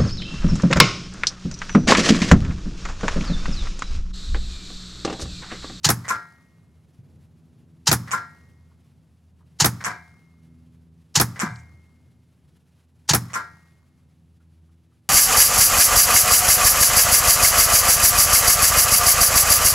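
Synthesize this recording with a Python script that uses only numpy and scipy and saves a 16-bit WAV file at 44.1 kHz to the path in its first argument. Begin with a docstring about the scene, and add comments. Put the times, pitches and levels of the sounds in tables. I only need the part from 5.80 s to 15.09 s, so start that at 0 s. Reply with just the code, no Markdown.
"""An air gun fires five times from a wooden bench under a shelter at an outdoor range.
Each shot is a hiss of valve air, two hard slaps and a boom of the bench. About 0.2 s later the pellet
goes through the target board and rings a steel trap; loose bits patter after the hardest hit.
A few knocks and ticks fall in between. A far engine hums in light wind."""
import sys
import numpy as np
from scipy import signal
from scipy.fft import rfft, irfft
from scipy.io import wavfile
from scipy.ndimage import uniform_filter1d

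SR = 44100
rng = np.random.default_rng(int(sys.argv[2]) if len(sys.argv) > 2 else 0)


def generate_wav(signal):
    """Clip the signal to [-1, 1] and save it as 16-bit WAV at the path in sys.argv[1]."""
    frames = np.transpose(np.atleast_2d(signal))
    scaled = np.clip(frames, -1, 1) * 32767
    pcm = np.round(scaled).astype(np.int16)
    wavfile.write(sys.argv[1], SR, pcm)


N = 409688
EVENT_SAMPLES = 2 ** 16
AGE_S = np.arange(EVENT_SAMPLES) / SR
TIME_S = np.arange(N) / SR

# shots: (valve opens [s], air release length [ratio], flight to board [s], board gain [dB],
# trap gain [dB], place on plate [0 centre, 1 edge])
SHOTS = [(.039, 0.97, .203, 0, .5, .08), (2.065, 0.93, .205, 0, 0, .06), (3.795, 1.15, .206, 1, .5, .97),
         (5.349, 1.15, .205, 0, 1.2, .97), (7.285, 1.02, .209, -7, -2, .15)]
# noise colours of a hit in the trap and of a high spray: (frequency [Hz], relative density [dB])
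SPLASH_COLOUR = [(700, -1.5), (1050, 7.5), (1500, 9.5), (2000, 4.5), (2800, -7), (4200, -15.5),
                 (5500, -0.5), (7000, 2.5), (8800, -1.5), (10000, -25), (15000, -34.5)]
SPRAY_COLOUR = [(5000, -22.5), (8000, -15), (10000, -4), (11500, 2), (12700, -13), (14000, -7.5),
                (15500, -19.5)]


def amp(db):
    """Decibels to gain."""
    return 10 ** (np.asarray(db) / 20)


def gains(points, size):
    """Gain per Fourier bin from (frequency [Hz], level [dB]) points."""
    hz, db = np.transpose(points)
    bin_hz = np.arange(size // 2 + 1) * SR / size
    return amp(np.interp(np.log(bin_hz + 1), np.log(hz), db))


def noise(colour, size, count):
    """Independent noises of one colour, rms 1, rolled off below its lowest point."""
    hz = np.arange(size // 2 + 1) * SR / size
    skirt = np.minimum(hz / colour[0][0], 1) ** 4
    x = irfft(rfft(rng.standard_normal((count, size))) * gains(colour, size) * skirt, size)
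    return x / x.std()


def stereo(mid, side):
    """Mid/side to left/right."""
    return np.stack([mid + side, mid - side], axis=-2)


def swell(rise_s, t60_s):
    """Smooth rise, exponential decay."""
    attack = np.sin(np.pi / 2 * np.minimum(AGE_S / rise_s, 1)) ** 2
    return attack * np.exp(-np.log(1000) * np.maximum(AGE_S - rise_s, 0) / t60_s)


def walk(rate_hz):
    """Smoothed random steps, spread near 1."""
    size = int(SR / rate_hz)
    steps = np.repeat(rng.standard_normal(N // size + 1), size)
    return uniform_filter1d(steps[:N], size)


def humps(rows):
    """Bell-shaped level lifts over time, in dB."""
    return sum(db * np.exp(-((TIME_S - peak_s) / half_s) ** 2) for peak_s, half_s, db in rows)


def add(out, start_s, x):
    """Mix in one event."""
    i = max(int(start_s * SR), 0)
    out[:, i:i + EVENT_SAMPLES] += x[..., :N - i]


def bursts(colour, db, wide_db, grain_db=2, alike_hz=2800, grain_samples=48):
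    """One gritty stereo noise per shot: lows repeat from shot to shot, highs are new."""
    # stereo width: (frequency [Hz], side minus mid before wide_db [dB])
    width = [(60, -16), (150, -13), (330, -12.5), (520, -4.5), (1200, -10.5), (2200, 1.5), (4400, -3),
             (8000, -11), (15000, -16.5)]
    count = len(SHOTS) + 1
    spectra = rfft(noise(colour, EVENT_SAMPLES, count=2 * count)).reshape(2, count, -1)
    hz = np.arange(spectra.shape[-1]) * SR / EVENT_SAMPLES
    alike = 1 / (1 + (hz / alike_hz) ** 2)
    mid, side = np.sqrt(alike) * spectra[:, :1] + np.sqrt(1 - alike) * spectra[:, 1:]
    side = side * gains(width, EVENT_SAMPLES) * amp(wide_db)
    # turbulence and scattered paths: the level jumps by the millisecond
    jumps = uniform_filter1d(rng.standard_normal(EVENT_SAMPLES), grain_samples)
    jumps = uniform_filter1d(jumps, grain_samples)
    grit = amp(grain_db * jumps / jumps.std())
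    return amp(db) * grit / np.sqrt(np.mean(grit ** 2)) * stereo(irfft(mid), irfft(side))


def wind(start_db=-56, fall_db_per_s=0.63, side_db=-14, eddy_db=2, eddy_top_hz=700, hiss_db=-76.5):
    """Low wind dies down between gusts and shakes in eddies, with a faint flickering hiss."""
    # gusts: (peak [s], half length [s], lift [dB])
    gusts = [(1.6, 0.38, 1), (2.55, .3, 4), (5.9, .5, 4)]
    # wind and hiss colours: (frequency [Hz], relative density [dB])
    air_colour = [(45, -39.5), (60, -20), (75, -3.5), (166, -1.5), (195, -9.5), (249, -11.5), (290, -16.5),
                  (659, -28.5), (962, -33), (2280, -44), (11000, -51.5), (16000, -62)]
    hiss_colour = [(500, 1.5), (3000, -2.5), (9500, -10), (11000, -5), (12500, -15.5), (16000, -20)]
    level_db = start_db - fall_db_per_s * TIME_S + humps(gusts)
    mid, side = noise(air_colour, N, count=2)
    air = stereo(mid, amp(side_db) * side) * amp(level_db)
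    low = signal.sosfiltfilt(signal.butter(2, eddy_top_hz, fs=SR, output="sos"), air)
    hiss = amp(hiss_db) * noise(hiss_colour, N, count=1)
    eddies = amp(eddy_db * walk(rate_hz=9))
    flicker = amp(2.87 * walk(rate_hz=51))
    return low * eddies + (air - low) + hiss * flicker


def engine(start_hz=81.85, climb_hz_per_s=0.075, drift=0.0024,
           base_db=-61, growth_db=4, growth_s=4, waver_db=4):
    """A far engine gains a little speed and level; fundamental and overtones swell unequally."""
    # engine harmonics: (order, relative level [dB])
    harmonics = [(1, 1.5), (2, -7), (3, -10.5), (4, -20.5), (5, -30)]
    # hum swells: (peak [s], half length [s], fundamental lift [dB], overtone lift [dB])
    hum_swells = [(1.85, 0.49, 2.5, 14), (2.598, 0.47, 7, 4), (4.869, .42, 7.5, 13.5),
                  (5.95, .45, 6.5, 3.5), (7.297, .8, 5.5, -2.5), (8.704, 0.46, 4.5, 8)]
    hz = start_hz + climb_hz_per_s * TIME_S
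    level_db = base_db - growth_db * np.maximum(1 - TIME_S / growth_s, 0)
    fundamental_db = humps([(s, half_s, db) for s, half_s, db, _ in hum_swells])
    overtone_db = humps([(s, half_s, db) for s, half_s, _, db in hum_swells])
    phase = 2 * np.pi * np.cumsum(hz * (1 + drift * walk(rate_hz=4))) / SR
    out = 0
    for order, db in harmonics:
        lift_db = fundamental_db if order == 1 else overtone_db
        out += amp(level_db + db + lift_db + waver_db * walk(rate_hz=3)) * np.sin(order * phase)
    return out


def knocks(rise_s=0.013, overtone_ratio=1.6, overtone_db=-8):
    """Dull blows on wood: a low mode and a faster-decaying overtone."""
    # blows: (time [s], level [dB], pitch [Hz], t60 [s])
    blows = [(1.18, -38, 115, 0.11), (5.626, -18, 210.4, 0.062), (5.644, -32, 158, 0.42),
             (5.70, -31.5, 117.3, 0.41)]
    out = np.zeros((2, N))
    for start_s, db, hz, t60_s in blows:
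        phase = 2 * np.pi * hz * AGE_S
        low = np.sin(phase) * swell(rise_s, t60_s)
        overtone = amp(overtone_db) * np.sin(overtone_ratio * phase) * swell(rise_s, t60_s / 2)
        add(out, start_s, amp(db) * (low + overtone))
    return out


def ticks(rise_share=0.19, skirt_db=-21):
    """Damped rattles, each around one pitch; the shorter, the sharper the attack."""
    # small taps: (time [s], level [dB], pitch [Hz], t60 [s])
    taps = [(2.90, -69, 1100, 0.11), (3.59, -66.5, 1087, 0.13), (5.758, -46, 4300, 0.011),
            (5.797, -58, 5400, .015), (5.821, -71.5, 5500, 0.018), (8.59, -73, 1294, .1),
            (8.88, -70, 1090, .08), (9.11, -72, 1190, 0.069)]
    out = np.zeros((2, N))
    for start_s, db, hz, t60_s in taps:
        colour = [(hz / 2, skirt_db), (hz, 0), (hz * 2, skirt_db), (hz * 10, 4 * skirt_db)]
        rattle = noise(colour, EVENT_SAMPLES, count=1)[0]
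        add(out, start_s, amp(db) * rattle * swell(rise_share * t60_s, t60_s))
    return out


def fragments(start_s=5.68, end_s=5.82, max_db=-54, range_db=8, count=14):
    """Loose bits patter down in the trap after the hardest hit."""
    out = np.zeros((2, N))
    grains = noise(SPLASH_COLOUR, EVENT_SAMPLES, count) * swell(rise_s=0.0011, t60_s=0.092)
    for grain, (when, size) in zip(grains, rng.random((count, 2))):
        add(out, start_s + when * (end_s - start_s), amp(max_db - range_db * (1 - size)) * grain)
    return out


def plate(place, gain_db=2, rise_s=0.01, spread_rad=0.47, detune=0.0006):
    """Steel plate modes build up as the pellet rattles in; the place of the blow sets their mix."""
    # trap plate modes: (frequency [Hz], centre-hit level [dB], edge-hit level [dB], t60 [s])
    modes = [(705, -50, -45, .5), (740, -54.5, -43, 0.42), (888, -42.5, -43, 0.41), (983, -41, -38, 0.32),
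             (1051.5, -20.5, -42, 0.1), (1198, -34.5, -40.5, 0.28), (1377, -22, -39.5, 0.34),
             (1436, -25, -53.5, 0.15), (1486, -36.5, -39.5, .3), (1553, -34, -34.5, 0.37),
             (1625, -42, -40, 0.42), (1655, -33, -35, 0.4), (1887, -44.5, -54, 0.83),
             (2030, -52, -43.5, 0.43), (2023, -52, -54, .45), (2137, -55.5, -51, 1.3),
             (2320, -54, -47, 0.45), (2342, -58.5, -48.5, 0.5), (3740, -70, -63.5, 0.47),
             (4100, -62.5, -66.5, 0.62), (5170, -50.5, -59, .35)]
    out = 0
    for hz, centre_db, edge_db, t60_s in modes:
        phase = rng.uniform(0, 2 * np.pi) + spread_rad * rng.standard_normal((2, 1))
        tone = np.sin(2 * np.pi * hz * (1 + detune * rng.standard_normal()) * AGE_S + phase)
        out += amp(gain_db + centre_db + place * (edge_db - centre_db)) * tone * swell(rise_s, t60_s)
    return out


def target(board_to_trap_s=0.0395, splash_delay_s=0.003, clang_delay_s=0.019, left_db=2):
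    """The pellet raps the board, splashes in the trap and glances onto the plate, which clangs."""
    # impact colours: (frequency [Hz], relative density [dB])
    board_colour = [(400, -16), (850, -19.5), (1100, -5.5), (1500, -8), (2000, -2.5), (2600, -26),
                    (5500, -25.5), (9000, -35.5), (15000, -46)]
    clang_colour = [(110, 2.5), (300, -8.5), (600, -10.5), (850, -9.5), (1050, 2.5), (1600, -1),
                    (2100, -6.5), (2700, -23.5), (5300, -18), (8000, -27), (15000, -48.5)]
    board = bursts(board_colour, db=-37, wide_db=-12.5) * swell(rise_s=0.011, t60_s=0.2)
    touch = bursts(SPLASH_COLOUR, db=-27, wide_db=-9) * swell(rise_s=0.00046, t60_s=0.007)
    splash = bursts(SPLASH_COLOUR, db=-25, wide_db=5) * swell(rise_s=0.0028, t60_s=0.15)
    spray = bursts(SPRAY_COLOUR, db=-40.5, wide_db=-13.5) * swell(rise_s=0.02, t60_s=0.14)
    clang = bursts(clang_colour, db=-27, wide_db=-5.5) * swell(rise_s=0.0061, t60_s=0.28)
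    pan = amp(np.array([[left_db], [-left_db]]) / 2)
    out = np.zeros((2, N))
    for k, (fired_s, _, flight_s, board_db, trap_db, place) in enumerate(SHOTS):
        board_s = fired_s + flight_s
        trap_s = board_s + board_to_trap_s
        add(out, board_s, amp(board_db) * board[k])
        add(out, trap_s, amp(trap_db) * touch[k])
        add(out, trap_s + splash_delay_s, amp(trap_db) * (splash[k] + spray[k]))
        add(out, trap_s + clang_delay_s, amp(trap_db) * pan * (clang[k] + plate(place)))
    return out


def bench(recoil_rise_s=0.01, slap_rise_s=0.012):
    """The bench top booms under the recoil and again under the slaps; close modes beat."""
    # bench top modes: (frequency [Hz], recoil level [dB], slap level [dB], t60 [s])
    modes = [(39.6, -45.5, -39.5, 0.051), (72, -31.5, -27.5, 0.25), (111, -34, -31.5, 0.38),
             (119.6, -29.5, -21, 0.44), (143, -15, -21.5, 0.096), (167, -41, -33.5, 0.95),
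             (210.7, -41, -31.5, 0.25), (245, -40, -39, 0.23), (298, -40.5, -37, 0.26)]
    recoil_boom = slap_boom = 0
    for hz, recoil_db, slap_db, t60_s in modes:
        tone = np.sin(2 * np.pi * hz * AGE_S)
        recoil_boom += amp(recoil_db) * tone * swell(recoil_rise_s, t60_s)
        slap_boom += amp(slap_db) * tone * swell(slap_rise_s, t60_s)
    return recoil_boom, slap_boom


def barrel(rise_s=0.018, scatter_db=2):
    """The gun's metal rings thinly, a little differently each shot."""
    # barrel and air tube modes: (frequency [Hz], level [dB], t60 [s])
    modes = [(4526, -45, .22), (5076, -50, .5), (5210, -51, 0.8), (5140, -48, .35), (5290, -51, .5),
             (6500, -45, .28), (6910, -42, .26)]
    out = 0
    for hz, db, t60_s in modes:
        gain = amp(db + scatter_db * rng.standard_normal())
        out += gain * np.sin(2 * np.pi * (hz * AGE_S + rng.random())) * swell(rise_s, t60_s)
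    return out


def gun(slap_delay_s=0.0485):
    """Hammer slide, valve air, two hard slaps; the shelter shimmers, the scrub scatters a wash back."""
    # colours of the parts of a shot: (frequency [Hz], relative density [dB])
    hammer_colour = [(800, -8), (2500, -7.5), (5100, 1), (7000, -2), (10000, -11.5), (15000, -22.5)]
    valve_colour = [(180, -43.5), (300, -13), (656, -15), (900, 2.5), (1060, -5.5), (1750, -9.5),
                    (2400, -14), (2610, -10), (2930, -6), (3580, -9), (4440, -3), (6850, -1), (7690, -9),
                    (12700, -23.5), (16000, -31)]
    muzzle_colour = [(200, -1), (600, -5.5), (880, -2), (1250, 0), (1700, 8.5), (2400, -3.5), (6000, -5.5),
                     (9000, -21.5), (15000, -27.5)]
    slap_colour = [(150, -9), (300, 1), (550, -2.5), (780, 3), (1100, -2), (1700, -0.5), (2800, -12.5),
                   (4200, -7.5), (6000, -4), (8500, -9.5), (11500, -14.5), (15500, -17.5)]
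    thud_colour = [(110, -3.5), (190, -1), (300, -3.5), (420, -6.5), (600, -23), (2000, -50)]
    rumble_colour = [(70, -8.5), (90, 1), (170, 3.5), (230, -4.5), (400, -25), (1500, -56.5)]
    bright_colour = [(150, -1.5), (300, 3), (420, 4), (600, -9.5), (790, 6), (1100, 2.5), (1700, 2.5),
                     (2700, -14), (4000, -11), (5500, -5), (8000, -8), (11200, -2.5), (12800, -12),
                     (15500, -13.5)]
    shimmer_colour = [(3500, -18.5), (4700, -8.5), (5200, 2), (5800, -5.5), (6600, -1.5), (9000, -8),
                      (11200, -3), (15000, -13)]
    wash_colour = [(150, 1), (400, -6), (650, -5.5), (1200, 2), (1900, -5.5), (2800, -17.5), (4400, -13.5),
                   (5200, -13), (6200, -13.5), (8000, -18), (11000, -20), (15500, -28)]
    hammer = bursts(hammer_colour, db=-41, wide_db=-21) * swell(rise_s=0.014, t60_s=0.04)
    valve = bursts(valve_colour, db=-11, wide_db=-36.5)
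    muzzle = bursts(muzzle_colour, db=-25, wide_db=-14) * swell(rise_s=0.0036, t60_s=0.15)
    crack = bursts(slap_colour, db=-14, wide_db=-9, grain_db=2.5) * swell(0.00093, 0.0092)
    slap = bursts(slap_colour, db=-16.5, wide_db=6, grain_db=2.5) * swell(0.0064, 0.042)
    thud = bursts(thud_colour, db=-22.5, wide_db=3, grain_db=4.5) * swell(0.0059, 0.052)
    rumble = bursts(rumble_colour, db=-33, wide_db=-5.5, grain_db=-0.5) * swell(0.045, 0.5)
    bright_slap = bursts(bright_colour, db=-12.5, wide_db=-11.5, grain_db=1.5) * swell(0.004, 0.088)
    snap = bursts(SPRAY_COLOUR, db=-14.5, wide_db=-10, grain_db=0.5) * swell(0.0034, 0.023)
    shimmer = bursts(shimmer_colour, db=-38.5, wide_db=-4.5) * swell(0.017, 0.25)
    field_wash = bursts(wash_colour, db=-40.5, wide_db=-4.5, grain_db=0.5) * swell(0.0092, 0.59)
    hill_wash = bursts(wash_colour, db=-53, wide_db=-2, grain_db=3.5) * swell(0.2, 1.33)
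    recoil_boom, slap_boom = bench()
    out = np.zeros((2, N))
    for k, (fired_s, release_ratio, *_) in enumerate(SHOTS):
        slap_s = fired_s + slap_delay_s
        add(out, fired_s - 0.01, hammer[k])
        add(out, fired_s, valve[k] * swell(rise_s=0.015, t60_s=0.082 * release_ratio) + barrel())
        add(out, fired_s + 0.0195, recoil_boom + muzzle[k])
        add(out, slap_s - 0.001, slap[k] + field_wash[k] + hill_wash[k])
        add(out, slap_s + 0.0007, crack[k])
        add(out, slap_s + 0.004, slap_boom + thud[k] + rumble[k])
        add(out, slap_s + 0.0115, bright_slap[k] + snap[k] + shimmer[k])
    return out


def scene():
    """Gun, target, small sounds and open air."""
    small_sounds = knocks() + ticks() + fragments()
    return gun() + target() + small_sounds + wind() + engine()


def record(dry):
    """Soft clip, then a steep low-pass."""
    top_hz = 16100
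    rounded = np.tanh(0.75 * dry) / 0.68
    return signal.sosfilt(signal.ellip(10, 0.2, 80, top_hz, fs=SR, output="sos"), rounded)


dry = scene()
out = record(dry)
generate_wav(out)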